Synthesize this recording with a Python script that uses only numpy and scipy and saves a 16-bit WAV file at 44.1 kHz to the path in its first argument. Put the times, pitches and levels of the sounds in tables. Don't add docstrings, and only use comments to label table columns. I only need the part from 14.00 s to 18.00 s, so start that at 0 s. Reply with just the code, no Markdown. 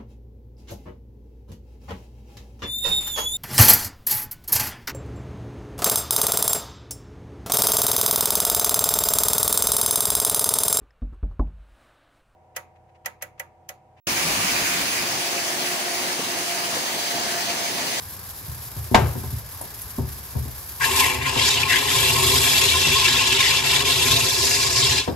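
import sys
import numpy as np
from scipy import signal
from scipy.fft import rfft, irfft, next_fast_len
from scipy.io import wavfile
from scipy.ndimage import uniform_filter1d, map_coordinates

SR = 44100
rng = np.random.default_rng(int(sys.argv[2]) if len(sys.argv) > 2 else 0)


def persist_wave(psi):
    counts = np.round(np.clip(psi, -1, 1) * 32767).astype(np.int16)
    wavfile.write(sys.argv[1], SR, np.atleast_2d(counts).T)


N = 176400
TIME_S = np.arange(N) / SR


def amp(db):
    return 10 ** (np.asarray(db) / 20)


def unit(x):
    return x / np.sqrt(np.mean(x ** 2) + 1e-20)


def over_freq(points, hz):
    freqs, values = np.transpose(points)
    return np.interp(np.log(hz + 1), np.log(freqs + 1), values)


def over_time(points):
    return np.interp(TIME_S, *np.transpose(points))


def wobble(knots_per_s):
    knots = rng.standard_normal(int(N * knots_per_s / SR) + 4)
    return map_coordinates(knots, [TIME_S * knots_per_s])


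def filtered(x, response):
    size = next_fast_len(N + SR // 2)
    return irfft(rfft(x, size) * response(np.fft.rfftfreq(size, 1 / SR)), size)[..., :N]


def patchy_noise(spread_db):
    spectra = signal.stft(rng.standard_normal((3, N)), nperseg=512)[2]
    patches = uniform_filter1d(rng.standard_normal(spectra.shape[1:]), size=8, axis=0)
    patches = uniform_filter1d(patches, size=12, axis=1)
    noise = signal.istft(spectra * amp(spread_db * unit(patches)), nperseg=512)[1]
    return unit(noise[:, :N])


def in_room(white, spectrum, direct_share, lag_s, direct_gain=1):
    share = lambda hz: np.clip(over_freq(direct_share, hz), 0, 1)
    delay = lambda hz: np.exp(np.outer([1, -1], 1j * np.pi * hz * lag_s))
    direct = filtered(white[0], lambda hz: np.sqrt(share(hz)) * delay(hz))
    reverb = filtered(white[1:], lambda hz: np.sqrt(1 - share(hz)))
    colour = lambda hz: amp(over_freq(spectrum, hz)) * np.sqrt(SR / 2)
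    return filtered(direct_gain * direct + reverb, colour)


def drop_impacts(channels, drops_per_s=1400, spread_db=2.5):
    hits = rng.random((channels, N)) < drops_per_s / SR
    size_db = spread_db * np.minimum(rng.exponential(size=(channels, N)), 5)
    polarity = np.sign(rng.standard_normal((channels, N)))
    return unit(hits * amp(size_db) * polarity)


# t/s, level/dB
FLOW_LEVEL = [(.1, -0.3), (.27, 1.2), (.45, 0.8), (.68, 1.2), (1.0, .2), (1.2, 0.2), (1.33, 0), (1.44, 1),
              (1.53, 0.2), (1.67, 1.5), (1.85, -1), (1.97, 0.9), (2.14, 0), (2.21, -1.1), (2.42, 0.1),
              (2.85, 0), (3.04, -0.5), (3.13, -0.3), (3.4, -0.4), (3.72, 0), (3.88, 0.5)]
# f/Hz, density/(dB per Hz)
WATER_SPECTRUM = [(150, -89.5), (600, -67.5), (1250, -67), (1700, -64), (2900, -63.5), (3600, -67),
                  (4300, -65.5), (5000, -63.5), (5450, -66.5), (6400, -65.5), (7600, -70.5), (9000, -71),
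                  (10100, -69), (11400, -75), (15700, -74.5)]
# f/Hz, share/(0-1)
BASIN_SHARE = [(500, 0.13), (1100, 0.39), (1400, 0.51), (2200, 0.32), (3000, 0.24), (3600, 0.16),
               (4400, .32), (5200, 0.18), (6200, 0.28), (7100, 0.18), (8000, 0.03), (15000, 0.14)]
# t/s, gain/dB
BASIN_GAIN = [(.1, -2.5), (1.3, -0.5), (2.4, -1), (3.2, 1.5), (4.0, 0.5)]


def water():
    flow_db = over_time(FLOW_LEVEL) + 0.2 * wobble(14) + 0.56 * wobble(60)
    drops = unit(patchy_noise(spread_db=1.2) + amp(-10) * drop_impacts(channels=3))
    direct_gain = amp(over_time(BASIN_GAIN))
    rain = in_room(drops, WATER_SPECTRUM, BASIN_SHARE, lag_s=0.000488, direct_gain=direct_gain)
    return amp(flow_db) * rain


FAN_LAG_S = 0.0001
# f/Hz, density/(dB per Hz)
FAN_SPECTRUM = [(20, -93), (38, -94), (50, -80), (64, -80.5), (100, -72), (140, -68), (260, -64),
                (340, -63.5), (470, -68), (680, -63), (850, -65.5), (1200, -68), (2500, -115)]
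# f/Hz, share/(0-1)
FAN_SHARE = [(60, 0.4), (200, 0.77), (350, 0.68), (500, 0.81), (740, 1), (1050, 0.12)]


def fan():
    throb_db = 0.75 * wobble(24)
    air = patchy_noise(spread_db=1.13)
    return amp(throb_db) * in_room(air, FAN_SPECTRUM, FAN_SHARE, FAN_LAG_S)


# f/Hz, base level/dB, unsteady/steady ratio
DRIVE_TONES = [(358.8, -44, 0.24), (692.7, -42.5, .42), (933, -53, 0.78)]
# t/s, gain/dB
HUM_GAIN = [(.15, -3), (.5, -9), (1.1, -4), (1.45, .5), (1.75, 3.5), (2.2, -0.5), (2.42, 2.5), (2.85, -3),
            (3.35, -2.5), (3.6, -6), (4.0, -10)]
WHINE_GAIN = [(.1, -25), (.5, -3), (.8, 1.5), (.97, -5), (1.13, 2.5), (1.6, 3), (1.98, 1), (2.25, -3),
              (2.52, 4.5), (2.87, -1.5), (3.05, 0.5), (3.18, 7.5), (3.38, 5.5), (3.57, 7), (3.85, -0.5),
              (4.0, 2.5)]
UPPER_GAIN = [(.1, -5), (.8, -1), (1.1, 3), (1.7, -12), (2.4, 6), (2.9, -4), (3.25, 0.5), (4.0, 5)]


def drive(fade_per_s=24, rough_per_s=100, roughness=0.59):
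    out = np.zeros((2, N))
    stereo_time_s = TIME_S + np.array([[0.5], [-0.5]]) * FAN_LAG_S
    scatter = lambda rate: wobble(rate) + 1j * wobble(rate)
    for (hz, db, unsteady), gain in zip(DRIVE_TONES, (HUM_GAIN, WHINE_GAIN, UPPER_GAIN)):
        swing = 1 + unsteady * (scatter(fade_per_s) + roughness * scatter(rough_per_s))
        tone = np.real(swing * np.exp(2j * np.pi * hz * stereo_time_s))
        out += amp(db + over_time(gain)) * unit(tone)
    return out


# t/s, level/dB, f/Hz, lowest-mode gain/dB
KNOCK_HITS = [(2.103, -26, 360, -6), (2.193, -17.5, 446, 0), (2.767, -19, 496, -10)]
# frequency ratio, level/dB, t60/s
DAMPED_MODES = [(.6, -6, 0.053), (.84, -7, .03), (1, -0.5, .045)]


def knocks(attack_s=0.0025):
    out = np.zeros(N)
    for start_s, db, hz, weight_db in KNOCK_HITS:
        age_s = np.maximum(TIME_S - start_s, 0)
        lowest, *upper = [amp(mode_db - 60 * age_s / t60_s) * np.sin(2 * np.pi * hz * ratio * age_s)
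                          for ratio, mode_db, t60_s in DAMPED_MODES]
        attack = 1 - np.exp(-age_s / attack_s)
        out += amp(db) * attack * (amp(weight_db) * lowest + sum(upper))
    return out


# crest t/s, rms level at crest/dB, centre f/Hz
SPATTER_BURSTS = [(1.385, -32, 2320), (2.132, -28, 4700)]


def spatters(width_s=0.011, width_octaves=0.34):
    out = np.zeros((2, N))
    for crest_s, db, centre_hz in SPATTER_BURSTS:
        band = lambda hz: np.exp(-(np.log2((hz + 1) / centre_hz) / width_octaves) ** 2)
        burst = unit(filtered(drop_impacts(channels=2), band))
        envelope = np.exp(-((TIME_S - crest_s) / width_s) ** 2)
        out += amp(db) * envelope * burst
    return out


# crest t/s, level/dB, f/Hz
BASS_BUMPS = [(.265, -30.5, 166), (0.396, -34.5, 103), (0.454, -32.5, 184), (.79, -36, 180)]


def bumps(width_s=0.022):
    out = np.zeros(N)
    for crest_s, db, hz in BASS_BUMPS:
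        offset_s = TIME_S - crest_s
        envelope = np.exp(-(offset_s / width_s) ** 2)
        out += amp(db) * envelope * np.sin(2 * np.pi * hz * offset_s)
    return out


# f/Hz, gain/dB
MOVED_COLOUR = [(50, 2), (85, 0), (140, 0), (210, 1.5), (320, -1.5), (520, 0.5), (1050, -0.2), (1380, -2),
                (1850, 1.1), (2600, -1.5), (3200, 0.7), (3600, 0), (4150, 1.6), (5400, -0.7), (6000, 1),
                (7600, -0.1), (9300, -1.5), (10000, -1.5), (10700, -1), (13000, 0)]


def moving(x, from_s=2.5, to_s=3):
    moved = filtered(x, lambda hz: amp(over_freq(MOVED_COLOUR, hz)))
    blend = over_time([(from_s, 0), (to_s, 1)])
    return x + blend * (moved - x)


# f/Hz, left gain/dB, right gain/dB
OPENING_COLOUR = [(25, -2, -3), (50, 17, 15), (100, 8, 8.5), (181, 5.5, 4.5), (330, 1.3, 3.5), (700, 0, -1),
                  (1110, 4, 4), (1600, 0.5, 5.5), (1950, 0.5, 3.5), (2390, 0, 9.5), (3430, 4.2, -1.5),
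                  (4300, 3, 2), (5400, 3.5, 1.5), (6200, 3, 1.5), (7050, 5, 2), (9200, 1.5, 1),
                  (10400, 2.5, 3), (11700, 7.5, 1.5), (13100, 3, -1), (15500, 6, 0.6)]


def settling(x, from_s=0.71, to_s=1.28, centre_below_hz=260):
    colour = np.array(OPENING_COLOUR)
    left, right = colour[:, [0, 1]], colour[:, [0, 2]]
    centred = x + filtered(x.mean(axis=0) - x, lambda hz: 0.75 / (1 + (hz / centre_below_hz) ** 4))
    early = filtered(centred, lambda hz: amp([over_freq(left, hz), over_freq(right, hz)]))
    blend = over_time([(from_s, 0), (to_s, 1)])
    return early + blend * (x - early)


def scene():
    roar = moving(water() + fan())
    return settling(roar + drive()) + knocks() + spatters() + bumps()


def record(dry):
    start_s, rise_s, top_hz = 0.069, 0.0019, 15750
    gate = np.clip((TIME_S - start_s) / rise_s, 0, 1)
    return filtered(dry * gate, lambda hz: hz < top_hz)


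dry = scene()
out = record(dry)
persist_wave(out)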